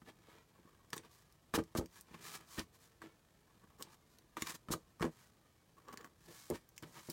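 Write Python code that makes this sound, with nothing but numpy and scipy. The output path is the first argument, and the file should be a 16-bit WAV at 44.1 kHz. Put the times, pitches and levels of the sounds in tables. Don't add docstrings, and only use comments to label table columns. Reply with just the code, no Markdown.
import sys
import numpy as np
from scipy import signal
from scipy.io import wavfile
from scipy.ndimage import uniform_filter1d

SR = 44100
rng = np.random.default_rng(int(sys.argv[2]) if len(sys.argv) > 2 else 0)


def inscribe(sig):
    pcm = np.round(np.clip(np.atleast_2d(sig).T, -1, 1) * 32767)
    wavfile.write(sys.argv[1], SR, pcm.astype(np.int16))


N = 313992

# f/Hz, bandwidth/Hz, level/dB
CARD_MODES = [(60.6, 57, 1), (164, 25.4, 15), (228.5, 45, 12), (322, 50, 16.5), (433, 26.5, 14),
              (551.4, 41, 0), (689, 57, 0.5), (735, 120, -12.5), (842, 49, -7.5), (927, 100, 9),
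              (1071, 48, -3.5), (1084, 51, 7), (1252, 61, 11.5), (1522, 78, 6), (1783, 26, 10),
              (2299, 20, 10.5), (3010, 150, -4), (3860, 120, -10)]
# f/Hz, bandwidth/Hz, level/dB
BLADE_MODES = [(1126, 45, 11), (1240, 16, 2), (1690, 180, 18), (1860, 26, -2.5), (2985, 160, 3.5),
               (4150, 28, -32), (4630, 21, 7), (5600, 330, 9), (6230, 33, 16), (6800, 650, 0.5),
               (6890, 60, 16), (7500, 180, 5.5), (8100, 60, 12.5), (12800, 410, 0), (15100, 440, 0)]
# f/Hz, level/dB
SKIN_FRICTION = [(60, -11), (115, 3.5), (200, -5), (450, -1), (720, -2), (1100, 3), (1400, -1), (1700, 3),
                 (2100, 2.5), (2600, 1.5), (4000, 1.5), (7000, 1.5), (10000, -2.5), (16000, -5.5)]


def amp(db):
    return 10 ** (np.asarray(db) / 20)


def unit_rms(x):
    return x / np.sqrt(np.mean(x ** 2) + 1e-20)


def curve_at(points, hz):
    f, value = np.transpose(points)
    return np.interp(np.log(hz + 1), np.log(f + 1), value)


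def add(mix, s, sound):
    part = mix[max(round(s * SR), 0):][:len(sound)]
    part += sound[:len(part)]


def minimum_phase(spectrum, size=4096):
    log_gain = np.log(amp(curve_at(spectrum, abs(np.fft.fftfreq(size, 1 / SR)))))
    return np.fft.ifft(np.exp(np.conj(signal.hilbert(log_gain)))).real[:size // 2]


def colour(x, spectrum):
    return signal.oaconvolve(x, minimum_phase(spectrum))[:len(x)]


def split(x, edges_hz):
    filters = [signal.butter(3, band, "band", fs=SR, output="sos") for band in zip(edges_hz, edges_hz[1:])]
    return [signal.sosfilt(sos, x) for sos in filters]


def tilted(tone, level_db, bright_db):
    return [level_db + db + share * bright_db for db, share in tone]


def ringing(modes, spot_db, bend):
    hz, width, db = np.transpose(modes)[:, :, None]
    spot, grip = rng.standard_normal((2,) + hz.shape)
    t = np.arange(SR // 8) / SR
    weight = amp(db + spot_db * spot) * 2 * np.pi * width / SR
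    decay = np.exp(-np.pi * width * t)
    return (weight * decay * np.cos(2 * np.pi * hz * (1 + bend * grip) * t)).sum(0)


def impacts(rows, modes, edges_hz, radiation, bend, chatter, chatter_t60, tail_db, tail_t60):
    out, radiated = np.zeros(N), minimum_phase(radiation)
    highpass = signal.butter(1, 900, "high", fs=SR)
    for s, *levels_db in rows:
        body = ringing(modes, spot_db=3.5, bend=bend)
        t = np.arange(len(body)) / SR
        rattle, tail = rng.standard_normal((2, len(t)))
        force = signal.lfilter(*highpass, rattle) * amp(-60 * t / chatter_t60)
        force *= chatter / np.linalg.norm(force)
        force[0] += 1
        tail *= amp(-60 * t / tail_t60)
        body += amp(tail_db) * tail / np.linalg.norm(tail)
        body[0] += 1
        vibration = signal.fftconvolve(force, body)[:len(t)]
        sound = signal.fftconvolve(vibration, radiated)
        for band, db in zip(split(sound, edges_hz), levels_db):
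            peak_rms = np.sqrt(uniform_filter1d(band ** 2, size=220, mode="constant").max())
            add(out, s, amp(db) * band / peak_rms)
    return out


def flutter(start, level_db, hard_db, boom_db, gap_s=0.013, count=5):
    fade, soften, deepen = 368, 113, 60
    gaps = gap_s * (1 + 0.35 * rng.uniform(-1, 1, count))
    return [(start + delay, level_db - fade * delay, hard_db - soften * delay, boom_db + deepen * delay)
            for delay in np.cumsum(gaps) - gaps[0]]


def card_knocks():
    # t/s, level/dB, hardness/dB, boom/dB
    knocks = [(0.018, -64.5, 10, 7.5), (0.079, -56, -12, -14), (0.285, -57, -19, -19),
              (0.589, -62.5, -19, -1), (0.651, -70.5, -10, 10), (1.5389, -36, 8.5, -1.5),
              (1.587, -41.5, 6.5, 2), (1.751, -35, 0.5, -5), (1.76, -43, 5, 4.5), (1.7849, -33.5, -15, 3),
              (2.111, -59, -6, 3.5), (2.143, -61, 14, 10.5), (2.583, -57, 6, 18.5),
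              (3.0183, -58, 15.5, -24), (3.642, -66, -12, 4), (4.369, -47, 14.5, -18),
              (4.4202, -42, -1, 1.5), (4.6856, -55, 13, 8.5), (4.704, -39.5, -3.5, 4),
              (4.737, -45, 15.5, 0), (4.997, -64.5, 20, -5.5), (5.008, -40, 1, 4.5),
              (5.0249, -35.5, 6.5, -11), (5.051, -47.5, 10.5, -8), (6.501, -33.5, -20, -14),
              (6.285, -59.5, -6, -4), (6.826, -55.5, 2, 6), (7.086, -46, -7, -1), (7.094, -44.5, -18, 0)]
    # t/s, level/dB, hardness/dB, boom/dB
    flutters = [(1.5767, -30, -11, -6.5), (1.795, -33, -7.5, -6), (2.596, -61.5, 15, 12.5),
                (4.75, -45.5, -17, -8), (5.042, -31, -5, -8), (6.509, -32.5, -12, -10)]
    edges = [42, 250, 700, 2000, 16000]
    # level/dB, share of hardness
    tone = [(-0.5, 0.028), (-6.5, 1), (-19, 1)]
    # f/Hz, level/dB
    radiation = [(50, -3.5), (90, 2.5), (115, -7), (155, -1.5), (520, 0), (720, -8.5), (1150, 3),
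                 (1450, -4.5), (2100, -7), (3000, -2), (8000, -4), (15000, -12)]
    slaps = [slap for row in flutters for slap in flutter(*row)]
    blows = [(s, db + boom_db, *tilted(tone, db, hard_db)) for s, db, hard_db, boom_db in knocks + slaps]
    return impacts(blows, CARD_MODES, edges, radiation, bend=0.028,
                   chatter=1.0, chatter_t60=0.031, tail_db=5.0, tail_t60=0.067)


def stick_slip(grains_per_s, grain_db, smooth, flicker_db):
    strength = amp(grain_db * np.minimum(rng.exponential(1, N), 4))
    grains = strength * rng.choice([-1, 1], N) * (rng.random(N) < grains_per_s / SR)
    pressure = uniform_filter1d(uniform_filter1d(rng.standard_normal(N), size=250), size=150)
    return (unit_rms(grains) + smooth * rng.standard_normal(N)) * amp(flicker_db * unit_rms(pressure))


def swells(rows):
    t, power = np.arange(0, N, 16) / SR, 1e-14
    for s, rise, fall, *levels_db in rows:
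        from_peak = np.where(t < s, ((s - t) / rise) ** 2, abs((t - s) / fall) ** 1.87)
        power = power + np.outer(amp(levels_db), np.exp(-from_peak)) ** 2
    return [np.interp(np.arange(N) / SR, t, 10 * np.log10(band)) for band in power]


def friction(drive, modes, spectrum, levels_db, spot_db, bend, size=12288):
    edges = [100, 700, 4000, 17000]
    sound, window = drive.copy(), np.hanning(size)
    for start in range(0, N, size // 2):
        piece = drive[start:start + size]
        ring = signal.fftconvolve(piece * window[:len(piece)], ringing(modes, spot_db, bend))
        add(sound, start / SR, ring)
    bands = split(colour(sound, spectrum), edges)
    return sum(amp(db) * unit_rms(band) for band, db in zip(bands, levels_db))


def card_slides():
    # peak t/s, rise/s, fall/s, level/dB, brightness/dB
    slides = [(0.09, 0.027, 0.016, -57, -7.5), (0.19, 0.033, 0.022, -74.5, -6),
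              (0.31, 0.075, 0.095, -67.5, -5.5), (0.375, 0.024, 0.044, -70.5, -9),
              (0.989, 0.018, 0.022, -64.5, -11.5), (1.055, 0.028, 0.022, -64.5, -6),
              (1.14, 0.043, 0.089, -74, 5.5), (1.968, 0.045, 0.043, -64.5, 3),
              (2.17, 0.091, 0.09, -65, -4.5), (2.27, 0.05, 0.063, -56, 3),
              (2.355, 0.052, 0.023, -54.5, 3.5), (2.561, 0.069, 0.047, -60, 6),
              (2.41, 0.033, 0.069, -70, -4.5), (2.622, 0.0081, 0.013, -61.5, 1),
              (2.75, 0.023, 0.026, -72, 3.5), (2.84, 0.044, 0.047, -72, 5),
              (3.029, 0.014, 0.064, -62, -8.5), (3.85, 0.05, 0.053, -68.5, -9.5),
              (3.943, 0.042, 0.0097, -67.5, 2), (4.12, 0.033, 0.057, -83.5, 10.5),
              (4.4, 0.01, 0.051, -58, 1), (4.498, 0.044, 0.028, -49, 2), (4.749, 0.05, 0.02, -67, -20),
              (5.21, 0.1, 0.071, -69.5, 2), (6.3, 0.03, 0.05, -65, -9.5), (6.39, 0.13, 0.14, -65, 6.5),
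              (6.85, 0.024, 0.06, -67.5, -13.5), (6.88, 0.016, 0.022, -75, 5),
              (6.994, 0.046, 0.018, -56.5, -4), (7.08, 0.22, 0.063, -67.5, 6.5)]
    # level/dB, share of brightness
    tone = [(-6, -1.17), (0.5, 0), (-2, 0.95)]
    grip = [-79.5, -77.5, -81.5]
    moves = swells([(s, rise, fall, *tilted(tone, db, bright)) for s, rise, fall, db, bright in slides])
    levels_db = [10 * np.log10(amp(move) ** 2 + amp(still) ** 2) for move, still in zip(moves, grip)]
    drive = stick_slip(grains_per_s=2200, grain_db=3.0, smooth=1.0, flicker_db=1.8)
    return friction(drive, CARD_MODES, SKIN_FRICTION, levels_db, spot_db=3.0, bend=0.045)


def gestures(rows, tone, rise_share):
    return [(s, length * rise_share, length * (1 - rise_share), *tilted(tone, db, bright_db))
            for s, length, db, bright_db in rows]


def snaps(start, end, level_db, tone, gap_s=0.018, rise_s=0.0035, fall_s=0.008, count=32):
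    jitter, strength = rng.standard_normal((2, count))
    times = start + gap_s * (np.arange(count) + 0.4 * jitter)
    return [(s, rise_s, fall_s, *tilted(tone, db, bright_db=-4))
            for s, db in zip(times, level_db + 3.5 * strength) if s < end]


def thread_cuts():
    # start t/s, end t/s, level/dB
    closings = [(0.55, 0.9, -72), (3.473, 3.783, -73.5), (5.768, 5.88, -68.5)]
    # peak t/s, length/s, level/dB, brightness/dB
    bites = [(0.9675, 0.018, -56.5, 13.5), (3.644, 0.029, -68.5, -3), (3.789, 0.0092, -71, 17),
             (3.812, 0.028, -56, 5.5), (5.888, 0.02, -51.5, -13), (5.912, 0.023, -57.5, -6),
             (5.937, 0.02, -50, -2.5), (5.998, 0.098, -59.5, -9), (6.06, 0.044, -61.5, 1)]
    # level/dB, share of brightness
    tone = [(-1, 0.31), (-0.5, 0.22), (-9.5, 0.95)]
    # f/Hz, level/dB
    crunch = [(60, -23), (115, 5.5), (170, 8), (480, 9.5), (650, -3.5), (850, 3.5), (1120, 7.5), (1400, -3),
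              (1680, -11), (2200, -8.5), (4000, -9.5), (5500, -16), (8000, -12), (11000, -14), (15000, -9)]
    drive = stick_slip(grains_per_s=1800, grain_db=4.5, smooth=0.7, flicker_db=2.0)
    nips = [snap for row in closings for snap in snaps(*row, tone)]
    levels_db = swells(gestures(bites, tone, rise_share=0.56) + nips)
    return friction(drive, BLADE_MODES, crunch, levels_db, spot_db=-2.0, bend=0.0086)


def blade_clicks():
    # t/s, level/dB, brightness/dB (full blade below zero, tips above)
    clicks = [(0.904, -64, 12), (0.931, -46, -11), (0.9786, -49.5, -2), (1.324, -71, 13), (1.638, -65, 4),
              (1.859, -60.5, 4), (2.01, -60, 28), (2.594, -45.5, -3), (3.8243, -46, 4), (4.186, -65.5, 5),
              (4.4216, -39.5, -5), (5.018, -53, -12), (5.884, -63, 0), (5.929, -61.5, 3), (5.9735, -53, -5),
              (6.011, -65, -8), (6.0448, -61.5, -11.5), (6.5015, -51, 27), (6.69, -67, 24), (6.779, -52, 0),
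              (6.825, -61, 11), (7.1, -48, 18)]
    edges = [200, 2000, 4500, 10000, 17000]
    # level/dB, share of brightness
    tone = [(-22.5, -2.5), (-1, -0.4), (2.5, 0.014), (-2.5, 0.33)]
    # f/Hz, level/dB
    radiation = [(200, 18), (700, -5), (1150, 10.0), (1600, 0), (2300, 0.0), (5500, 0.5),
                 (8500, -4.0), (11000, -17.5), (15000, -19.5)]
    blows = [(s, *tilted(tone, db, bright_db)) for s, db, bright_db in clicks]
    return impacts(blows, BLADE_MODES, edges, radiation, bend=0.0011,
                   chatter=2.3, chatter_t60=0.0058, tail_db=1.5, tail_t60=0.038)


def fabric_strokes():
    # peak t/s, length/s, level/dB, brightness/dB
    strokes = [(0.937, 0.016, -49.5, -1), (1.554, 0.023, -36.5, 0.5), (1.591, 0.026, -51, -8),
               (1.778, 0.026, -48, 6.5), (2.146, 0.012, -52.5, -9), (2.408, 0.013, -63, -1),
               (2.591, 0.032, -44, -4.5), (4.378, 0.023, -52.5, -9), (4.412, 0.021, -61, 4),
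               (4.551, 0.019, -53, 5), (4.726, 0.024, -44, 8), (5.028, 0.009, -39, -17),
               (5.05, 0.023, -77, -8), (6.553, 0.043, -56, -1.5), (6.767, 0.011, -71, 9),
               (6.835, 0.017, -54, -9), (7.108, 0.024, -62.5, 12)]
    # level/dB, share of brightness
    tone = [(-0.5, -0.23), (0.5, -0.032), (-2, 1)]
    drive = stick_slip(grains_per_s=6500, grain_db=3.5, smooth=0.45, flicker_db=-0.8)
    levels_db = swells(gestures(strokes, tone, rise_share=0.44))
    return friction(drive, CARD_MODES, SKIN_FRICTION, levels_db, spot_db=2.0, bend=0.021)


def room(x, wet_db):
    # f/Hz, T60/s
    decay_times = [(100, 0.19), (500, 0.097), (2000, 0.13), (8000, 0.15), (16000, 0.12)]
    hz, t, noise = signal.stft(rng.standard_normal(SR // 2), SR, nperseg=256)
    decay = amp(-60 * t / curve_at(decay_times, hz)[:, None])
    tail = signal.istft(noise * decay, SR, nperseg=256)[1]
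    tail[:SR // 200] = 0
    return x + amp(wet_db) * signal.oaconvolve(x, tail / np.linalg.norm(tail))[:N]


def noise_floor(level_db):
    # f/Hz, level/dB
    spectrum = [(15, -44), (30, -6), (48, 3.5), (80, 4), (150, 3), (350, -7.5), (700, -9.5), (1100, -16),
                (1800, -28.5), (3600, -22.5), (7000, -24.5), (16000, -27.5)]
    return amp(level_db) * unit_rms(colour(rng.standard_normal(N), spectrum))


def scene():
    quiet = noise_floor(level_db=-71.5)
    direct = card_knocks() + card_slides() + thread_cuts() + blade_clicks() + fabric_strokes()
    return (room(direct, wet_db=-16.0) + quiet)[None]


def record(dry):
    cutoff_hz = 16250
    lowpass = signal.firwin(511, cutoff_hz, window=("kaiser", 9), fs=SR)
    return signal.oaconvolve(dry, lowpass[None], "same")


dry = scene()
out = record(dry)
inscribe(out)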